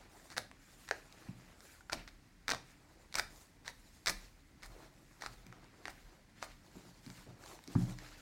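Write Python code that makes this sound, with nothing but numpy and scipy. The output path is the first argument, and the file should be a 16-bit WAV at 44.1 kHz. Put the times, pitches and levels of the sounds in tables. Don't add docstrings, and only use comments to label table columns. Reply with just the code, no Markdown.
import sys
import numpy as np
from scipy import signal
from scipy.fft import rfft, irfft, next_fast_len
from scipy.io import wavfile
from scipy.ndimage import uniform_filter1d, map_coordinates

SR = 44100
rng = np.random.default_rng(int(sys.argv[2]) if len(sys.argv) > 2 else 0)


def transcribe(u):
    v = np.clip(np.atleast_2d(u).T, -1, 1)
    q = np.round(v * 32767).astype(np.int16)
    wavfile.write(sys.argv[1], SR, q)


N = 362061
TIME = np.arange(N) / SR
TOP_HZ = 16200

# frequency in Hz, density in dB per Hz.
AIR_SPECTRUM = [(30, -18.5), (60, 4.5), (290, -9), (400, -15), (800, -15), (1200, -17.5), (2000, -12.5),
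                (3000, -23), (5000, -21.5), (7500, -26.5), (10000, -29.5), (16000, -55)]
# frequency in Hz, density in dB per Hz.
DRONE_SPECTRUM = [(40, -13.5), (105, 3.5), (180, 1.5), (235, 0), (290, 1.5), (400, -15), (900, -35)]
# frequency in Hz, density in dB per Hz.
RUMBLE_SPECTRUM = [(15, -48), (28, 4), (36, 11.5), (43, 9), (60, -14), (100, -37)]
RUMBLE_ATTACK_S, RUMBLE_HOLD_S, RUMBLE_RELEASE_S, RESTING_RUMBLE_DB = 0.032, 0.092, 0.13, -70

# start in seconds, length in seconds, rubbing level in dB,
# its lean to the treble in dB, barb fizz level in dB, its lean to soft down in dB.
STROKES = [(0.0, 0.063, -61, 0.5, -70, -1), (0.128, 0.15, -64.5, -0.5, -65.5, 3.5),
           (0.634, 0.4, -72.5, 10, -67, 3.5), (0.911, 0.62, -63, 3.5, -70, 1.5),
           (1.605, 0.17, -64.5, 2.5, -65.5, 4.5), (1.98, 0.043, -58.5, 6.5, -78, -9),
           (2.658, 0.065, -66, 4.5, -68, 2), (2.855, 0.47, -72, -1.5, -77, 3),
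           (3.329, 0.12, -74, -6.5, -65, 4), (3.738, 0.41, -90, 0, -70.5, 3),
           (4.2, 0.06, -66, 3, -65, -0.5), (4.718, 0.15, -61, -3, -68, -0.5),
           (4.945, 0.31, -72, -1.5, -74, 3.5), (5.313, 0.036, -64.5, 0, -65, -0.5),
           (5.48, 0.26, -63.5, -0.5, -79.5, -5), (5.794, 0.34, -64.5, 0.5, -71, -0.5),
           (6.396, 0.14, -63.5, 2, -67.5, -2), (6.678, 0.3, -69.5, -1.5, -67, 0),
           (7.07, 0.14, -61.5, 2.5, -60.5, 1), (7.278, 0.087, -65.5, -3.5, -76, -5),
           (7.43, 0.12, -60, -1, -60, 1), (7.66, 0.044, -65.5, -3.5, -66, 0),
           (7.741, 0.18, -58.5, -0.5, -58.5, 0), (7.996, 0.18, -57.5, 3.5, -61.5, -0.5)]
STROKE_ATTACK_S, STROKE_RELEASE_S = 0.038, 0.063
STROKE_ARCH_DB = 2.5
RESTING_RUB_DB, RESTING_FIZZ_DB = -75.5, -77.5
# frequency in Hz, density in dB per Hz.
RUB_SPECTRUM = [(180, -47), (300, 0), (415, -4), (787, -4.5), (1180, -9), (1320, -8), (2460, -14.5),
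                (4000, -26), (5200, -24), (8800, -120)]
# frequency in Hz, density in dB per Hz.
BARB_SPECTRUM = [(1500, 0), (2500, 1), (3200, -0.5), (4200, 3.5), (6000, -0.5), (7200, 1), (8300, -4),
                 (10500, -7.5), (13000, -9.5), (16000, -14)]

# start in seconds, length in seconds, small quills level in dB,
# tearing down level in dB, last rip level in dB, rumble level in dB.
TUGS = [(0.298, 0.047, -57, -54, -72, -78), (0.372, 0.01, -57, -61, -44, -79),
        (0.872, 0.028, -57, -69, -72, -78), (1.918, 0.022, -48.5, -39.5, -55, -59),
        (2.073, 0.017, -60, -63, -87, -78), (2.481, 0.041, -38, -43, -61, -68),
        (3.147, 0.041, -45, -49.5, -43, -59), (3.648, 0.052, -56, -52, -59.5, -68),
        (4.071, .029, -43.5, -44.5, -40, -54), (4.62, 0.041, -58, -56.5, -57, -58),
        (5.204, 0.072, -52.5, -53, -71, -59), (5.852, 0.052, -53.5, -61.5, -57, -58.5),
        (6.416, 0.032, -59, -50.5, -58, -64)]
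# time in seconds, skin pop level in dB,
# nominal pop pitch in Hz, flesh level below 1 kHz in dB, quill snap level in dB.
BIG_QUILLS = [(0.3666, -37, 1810, -42, -46), (0.3717, -37, 1410, -46, -49), (0.38, -30, 1580, -33, -33),
              (0.5143, -47.5, 1900, -51, -60), (0.889, -41.5, 1980, -49, -47),
              (0.9111, -24.5, 1660, -23.5, -37.5), (1.8076, -52, 1470, -56, -69),
              (1.8975, -36, 1450, -43, -50.5), (1.9268, -38.5, 1470, -37, -56),
              (1.9312, -29, 1480, -38, -32), (2.0773, -46, 1980, -67, -54), (2.4813, -33, 1650, -57, -33.5),
              (2.4925, -29, 1440, -40, -49), (2.5044, -47, 1670, -48, -50), (2.5133, -28, 1790, -50, -36),
              (2.5196, -29, 1630, -37, -32), (2.5349, -32, 1130, -31, -42), (2.5473, -38.5, 1460, -37, -43),
              (3.1426, -41, 1780, -57, -40.5), (3.1548, -34, 1610, -32, -30.5),
              (3.1769, -41, 1720, -50, -50), (3.1849, -30.5, 1420, -47, -35.5),
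              (3.1958, -28, 1560, -29.5, -29.5), (3.6792, -37.5, 1800, -39.5, -39),
              (4.0601, -34.5, 1550, -47, -34), (4.0702, -26, 1960, -44, -31.5),
              (4.0733, -46, 1500, -44, -27.5), (4.079, -39, 1850, -36, -31),
              (4.0835, -34, 1820, -33.5, -32), (4.097, -33.5, 1580, -43, -33),
              (4.6328, -45, 2210, -67, -50), (5.221, -39, 1900, -39, -46), (5.237, -42.5, 1520, -35, -64),
              (5.2622, -34.5, 1300, -38, -43), (5.5261, -48.5, 1350, -56, -59),
              (5.8551, -37, 1850, -39.5, -48), (5.8813, -37, 1470, -38.5, -51),
              (6.427, -33, 1200, -37.5, -45), (7.1017, -50.5, 1600, -56, -53),
              (7.438, -50.5, 1490, -65, -59), (7.5903, -52, 1640, -48, -66),
              (7.9871, -49, 1770, -55, -51.5)]
POP_HZ, POP_OCTAVES, FLESH_DB, SNAP_DB, SCATTER_DB = 1680, 0.39, -10, -5.5, 4.5
# frequency in Hz, density in dB per Hz.
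SNAP_SPECTRUM = [(300, -35.5), (1500, -5.5), (2300, 4.5), (2900, -21.5), (3700, 0.5), (4600, 0),
                 (6000, -1.5), (7000, -10.5), (8200, -7.5), (10500, -19), (15500, -24.5)]
# frequency in Hz, density in dB per Hz.
TEAR_SPECTRUM = [(150, 3), (600, 3.5), (1700, 9.5), (2300, 5.0), (2900, -7.5), (4400, 6),
                 (6000, 0), (7500, -5.0), (15000, -19.5)]
# time in seconds, level in dB.
TICKS = [(0.303, -52), (1.1255, -52.5), (3.1264, -47.5), (5.4663, -53.5), (5.6433, -60.5), (7.0636, -51),
         (7.6396, -53.5), (7.6765, -46.5)]

# frequency in Hz, time to fall 60 dB in seconds.
ROOM_DECAY = [(200, 0.32), (600, 0.25), (1500, 0.31), (4000, 0.33), (10000, 0.28), (16000, 0.19)]
# frequency in Hz, gain in dB.
WALL_COLOUR = [(200, 11), (700, 4.5), (1500, -2.5), (2800, 1), (4800, -2.5), (8000, -0.5), (12000, 3)]

# time in seconds, level in dB, centre of the push in Hz.
THUMPS = [(1.285, -40, 178), (1.931, -44, 278), (2.518, -47.5, 148), (3.19, -69, 150), (4.691, -54.5, 110),
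          (5.291, -53, 100), (5.463, -48.5, 159), (6.755, -42.5, 288), (6.851, -50.5, 190),
          (7.064, -42.5, 212), (7.265, -46.5, 453), (7.285, -46.5, 108), (7.678, -43, 292),
          (7.753, -19, 170)]
# frequency in Hz, level in dB, time to fall 60 dB in seconds.
SURFACE_MODES = [(35.2, -12, 1.4), (108, -2, 0.3), (120.8, -2.5, 0.52), (130.2, -7.5, 0.52),
                 (175.3, -5, 0.42), (187, -7, 0.43), (237.7, -4, 0.164), (278, -4.5, 0.23),
                 (301, -20.5, 1.07), (357, -9, 0.27)]


def amp(db):
    return 10 ** (np.asarray(db) / 20)


def unit(x):
    return x / np.sqrt(np.mean(x ** 2) + 1e-20)


def along(points, hz):
    f, v = np.transpose(points)
    return np.interp(np.log(hz + 1), np.log(f + 1), v)


def wobble(rate):
    knots = rng.standard_normal(int(N * rate / SR) + 4)
    return map_coordinates(knots, [TIME * rate])


def add(track, s, sound):
    part = track[max(round(s * SR), 0):][:len(sound)]
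    part += sound[:len(part)]


def filtered(x, response):
    m = next_fast_len(N + SR // 4)
    return irfft(rfft(x, m) * response(np.fft.rfftfreq(m, 1 / SR)), m)[:N]


def coloured(x, spectrum):
    return unit(filtered(x, lambda hz: amp(along(spectrum, hz))))


def lowpassed(x, edge_hz):
    return signal.sosfilt(signal.butter(4, edge_hz, fs=SR, output="sos"), x)


def sized(x):
    return x * np.sqrt(.002 * SR / np.sum(x ** 2))


def impulse(spectrum, size=1024):
    cepstrum = irfft(np.log(amp(along(spectrum, np.fft.rfftfreq(size, 1 / SR)))))
    cepstrum[1:size // 2] *= 2
    cepstrum[size // 2 + 1:] = 0
    return irfft(np.exp(rfft(cepstrum)))


def grains(rate, spread_db):
    sizes = amp(spread_db * np.clip(rng.standard_normal(N), -2, 2))
    signs = rng.choice([-1, 1], N)
    return unit(sizes * signs * (rng.random(N) < rate / SR))


def envelope(s, hold_s, attack_s, release_s):
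    rise = (np.maximum(s - TIME, 0) / attack_s) ** 2
    fall = np.maximum(TIME - s - hold_s, 0) / release_s
    return np.exp(-rise - fall)


def background():
    power = amp(RESTING_RUMBLE_DB) ** 2
    for s, length, *_, db in TUGS:
        swell = amp(db) * envelope(s + length, RUMBLE_HOLD_S, RUMBLE_ATTACK_S, RUMBLE_RELEASE_S)
        power = power + swell ** 2
    rumble = np.sqrt(power) * coloured(rng.standard_normal(N), RUMBLE_SPECTRUM)
    air = amp(-68.0) * coloured(rng.standard_normal(N), AIR_SPECTRUM)
    waver_db = 1.8 * wobble(6)
    drone = amp(-68.5 + waver_db) * coloured(rng.standard_normal(N), DRONE_SPECTRUM)
    return air + drone + rumble


def patchy(x, depth_db, size=512):
    z = signal.stft(x, nperseg=size)[2]
    field = uniform_filter1d(rng.standard_normal(z.shape), size=5, axis=0)
    field = uniform_filter1d(field, size=4, axis=1)
    return unit(signal.istft(z * amp(depth_db * unit(field)), nperseg=size)[1][:N])


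def stroked(sound, levels_db, leans_db, resting_db, split_hz, wander_db):
    high = filtered(sound, lambda hz: 1 / (1 + (split_hz / (hz + 1)) ** 6))
    low_power = high_power = amp(resting_db) ** 2
    for (s, length, *_), db, lean_db in zip(STROKES, levels_db, leans_db):
        arch_db = STROKE_ARCH_DB * (np.sin(np.pi * np.clip((TIME - s) / length, 0, 1)) - .5)
        touch = (amp(arch_db) * envelope(s, length, STROKE_ATTACK_S, STROKE_RELEASE_S)) ** 2
        low_power = low_power + amp(db - lean_db) ** 2 * touch
        high_power = high_power + amp(db + lean_db) ** 2 * touch
    wander = amp(wander_db * wobble(11))
    return np.sqrt(high_power) * high * wander + np.sqrt(low_power) * (sound - high) / wander


def plumage(rub_level_db=-2.5, fizz_level_db=-0.55):
    _, _, rub_db, treble_db, fizz_db, down_db = np.transpose(STROKES)
    pressure_db = 1.5 * wobble(30)
    rub = rng.standard_normal(N) + .7 * grains(rate=400, spread_db=5)
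    rub = patchy(coloured(rub, RUB_SPECTRUM), depth_db=3.0)
    rub = stroked(rub, rub_db + rub_level_db, treble_db, RESTING_RUB_DB, split_hz=1400, wander_db=1.86)
    fizz = rng.standard_normal(N) + .6 * grains(rate=1500, spread_db=5)
    fizz = patchy(coloured(fizz, BARB_SPECTRUM), depth_db=2.6)
    fizz = stroked(fizz, fizz_db + fizz_level_db, down_db, RESTING_FIZZ_DB, split_hz=6500, wander_db=-0.1)
    return amp(pressure_db) * (rub + fizz)


def small_quills(start_s, length_s, db, count):
    times = start_s + length_s * (np.arange(count) + rng.random(count)) / count
    size, pitch, flesh, snap = rng.standard_normal((count, 4)).T
    skin_db = db + SCATTER_DB * np.clip(size, -1.5, 1.5)
    pop_hz = POP_HZ * 2 ** (POP_OCTAVES * pitch)
    flesh_db = skin_db + FLESH_DB + SCATTER_DB * flesh
    snap_db = skin_db + SNAP_DB + SCATTER_DB * snap
    return list(zip(times, skin_db, pop_hz, flesh_db, snap_db))


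def all_quills():
    rows = list(BIG_QUILLS)
    for s, length, db, *_ in TUGS:
        rows += small_quills(s, length, db, count=7)
    for s, length, _, _, fizz_db, _ in STROKES:
        rows += small_quills(s, length, fizz_db, count=3)
    return rows


def quills(pop_t60=0.0044, slack_s=0.0019, flesh_t60=0.0058, flesh_edge_hz=1000, skin_edge_hz=2700,
           snap_t60=0.0068, first_slip=3.7, low_db=-6.0, snap_db=2.26, size=600):
    out, t = np.zeros(N), np.arange(size) / SR
    shaft = impulse(SNAP_SPECTRUM)
    for s, skin_db, hz, flesh_db, quill_db in all_quills():
        damping, slack = np.exp(0.56 * rng.standard_normal(2))
        skin = np.cos(2 * np.pi * 0.99 * hz * t) * amp(-60 * t / (pop_t60 * damping))
        skin = sized(lowpassed(skin, skin_edge_hz))
        turns = np.cumsum(380 + 0.74 * hz * np.exp(-t / (slack_s * slack))) / SR
        flesh = np.cos(2 * np.pi * turns) * amp(-60 * t / flesh_t60)
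        flesh = sized(lowpassed(flesh, flesh_edge_hz))
        slips = rng.standard_normal(size) * amp(-60 * t / (snap_t60 * damping))
        slips[0] += first_slip
        snap = sized(np.convolve(slips, shaft)[:size])
        pop = amp(skin_db) * skin + amp(flesh_db + low_db) * flesh
        add(out, s, pop + amp(quill_db + snap_db) * snap)
    return out


def room(x, walls_db=-7, count=24):
    out, block = np.zeros(N), SR // 3
    for start in range(0, N, block):
        hz, t, z = signal.stft(rng.standard_normal(SR // 2), SR, nperseg=256)
        fade = amp(-60 * t / along(ROOM_DECAY, hz)[:, None])
        tail = signal.istft(z * fade, SR, nperseg=256)[1]
        tail /= np.linalg.norm(tail)
        arrivals = (rng.random(count) * .016 * SR).astype(int)
        tail[arrivals] += amp(walls_db) * rng.choice([-1, 1], count) / np.sqrt(count)
        add(out, start / SR + .003, signal.fftconvolve(x[start:start + block], tail))
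    return filtered(out, lambda hz: amp(along(WALL_COLOUR, hz)))


def bell(centre_s, half_s):
    return np.exp(-.5 * ((TIME - centre_s) / half_s) ** 2)


def tufts(width_share=0.26, rip_s=0.0068, tear_fray_db=2, rip_fray_db=11):
    crackle = coloured(grains(rate=2500, spread_db=3.5), TEAR_SPECTRUM)
    fray = filtered(crackle, lambda hz: 1 / (1 + (8000 / (hz + 1)) ** 8))
    tearing, ripping = np.zeros(N), np.zeros(N)
    for s, length, _, tear_db, rip_db, _ in TUGS:
        tearing += amp(tear_db) * bell(s + length / 2, width_share * length)
        ripping += amp(rip_db) * bell(s + length, rip_s)
    fray_gain = amp(tear_fray_db) * tearing + amp(rip_fray_db) * ripping
    return (tearing + ripping) * (crackle - fray) + fray_gain * fray


def ticks(t60=0.0034, first_slip=2.0, size=600):
    out, t, shaft = np.zeros(N), np.arange(size) / SR, impulse(SNAP_SPECTRUM)
    for s, db in TICKS:
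        slips = rng.standard_normal(size) * amp(-60 * t / t60)
        slips[0] += first_slip
        add(out, s, amp(db) * sized(np.convolve(slips, shaft)[:size]))
    return out


def noise_band(low_hz, high_hz):
    sos = signal.butter(3, [low_hz, high_hz], "band", fs=SR, output="sos")
    return unit(signal.sosfilt(sos, rng.standard_normal(SR)))


def thumps(push_octaves=0.76, attack_s=0.00041, rise_cycles=0.34, thud_db=-12, thud_t60=0.43,
           knock_db=-24, knock_t60=0.11):
    out, t = np.zeros(N), np.arange(SR) / SR
    hz, mode_db, t60 = np.transpose(SURFACE_MODES)[:, :, None]
    for s, db, push_hz in THUMPS:
        reach = np.exp(-.5 * (np.log2(hz / push_hz) / push_octaves) ** 2)
        reach = np.maximum(reach, 0.35 * (hz < 60))
        phase = rng.uniform(0, 2 * np.pi, hz.shape)
        modes = amp(mode_db - 60 * t / t60) * np.sin(2 * np.pi * hz * t + phase)
        swell = 1 - np.exp(-t * hz / rise_cycles)
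        thud = noise_band(0.82 * push_hz, 1.325 * push_hz) * amp(thud_db - 60 * t / thud_t60)
        knock = noise_band(420, 1550) * amp(knock_db - 60 * t / knock_t60)
        ringing = np.sum(reach * modes * swell, 0)
        add(out, s, amp(db - 4) * (ringing + (thud + knock) * (1 - np.exp(-t / attack_s))))
    return out


def taps(tap_db=-12, tap_hz=750, tap_t60=0.006, edge_hz=1600):
    out, t = np.zeros(N), np.arange(SR // 20) / SR
    tap = lowpassed(np.cos(2 * np.pi * tap_hz * t) * amp(-60 * t / tap_t60), edge_hz)
    for s, db, _ in THUMPS:
        add(out, s, amp(db + tap_db) * tap / np.abs(tap).max())
    return out


def scene():
    plucks = quills() + tufts() + ticks()
    answer = amp(-10.6) * room(plucks)
    return (background() + plumage() + plucks + answer + thumps() + taps())[None]


def record(dry):
    return filtered(dry[0], lambda hz: hz < TOP_HZ)[None]


dry = scene()
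out = record(dry)
transcribe(out)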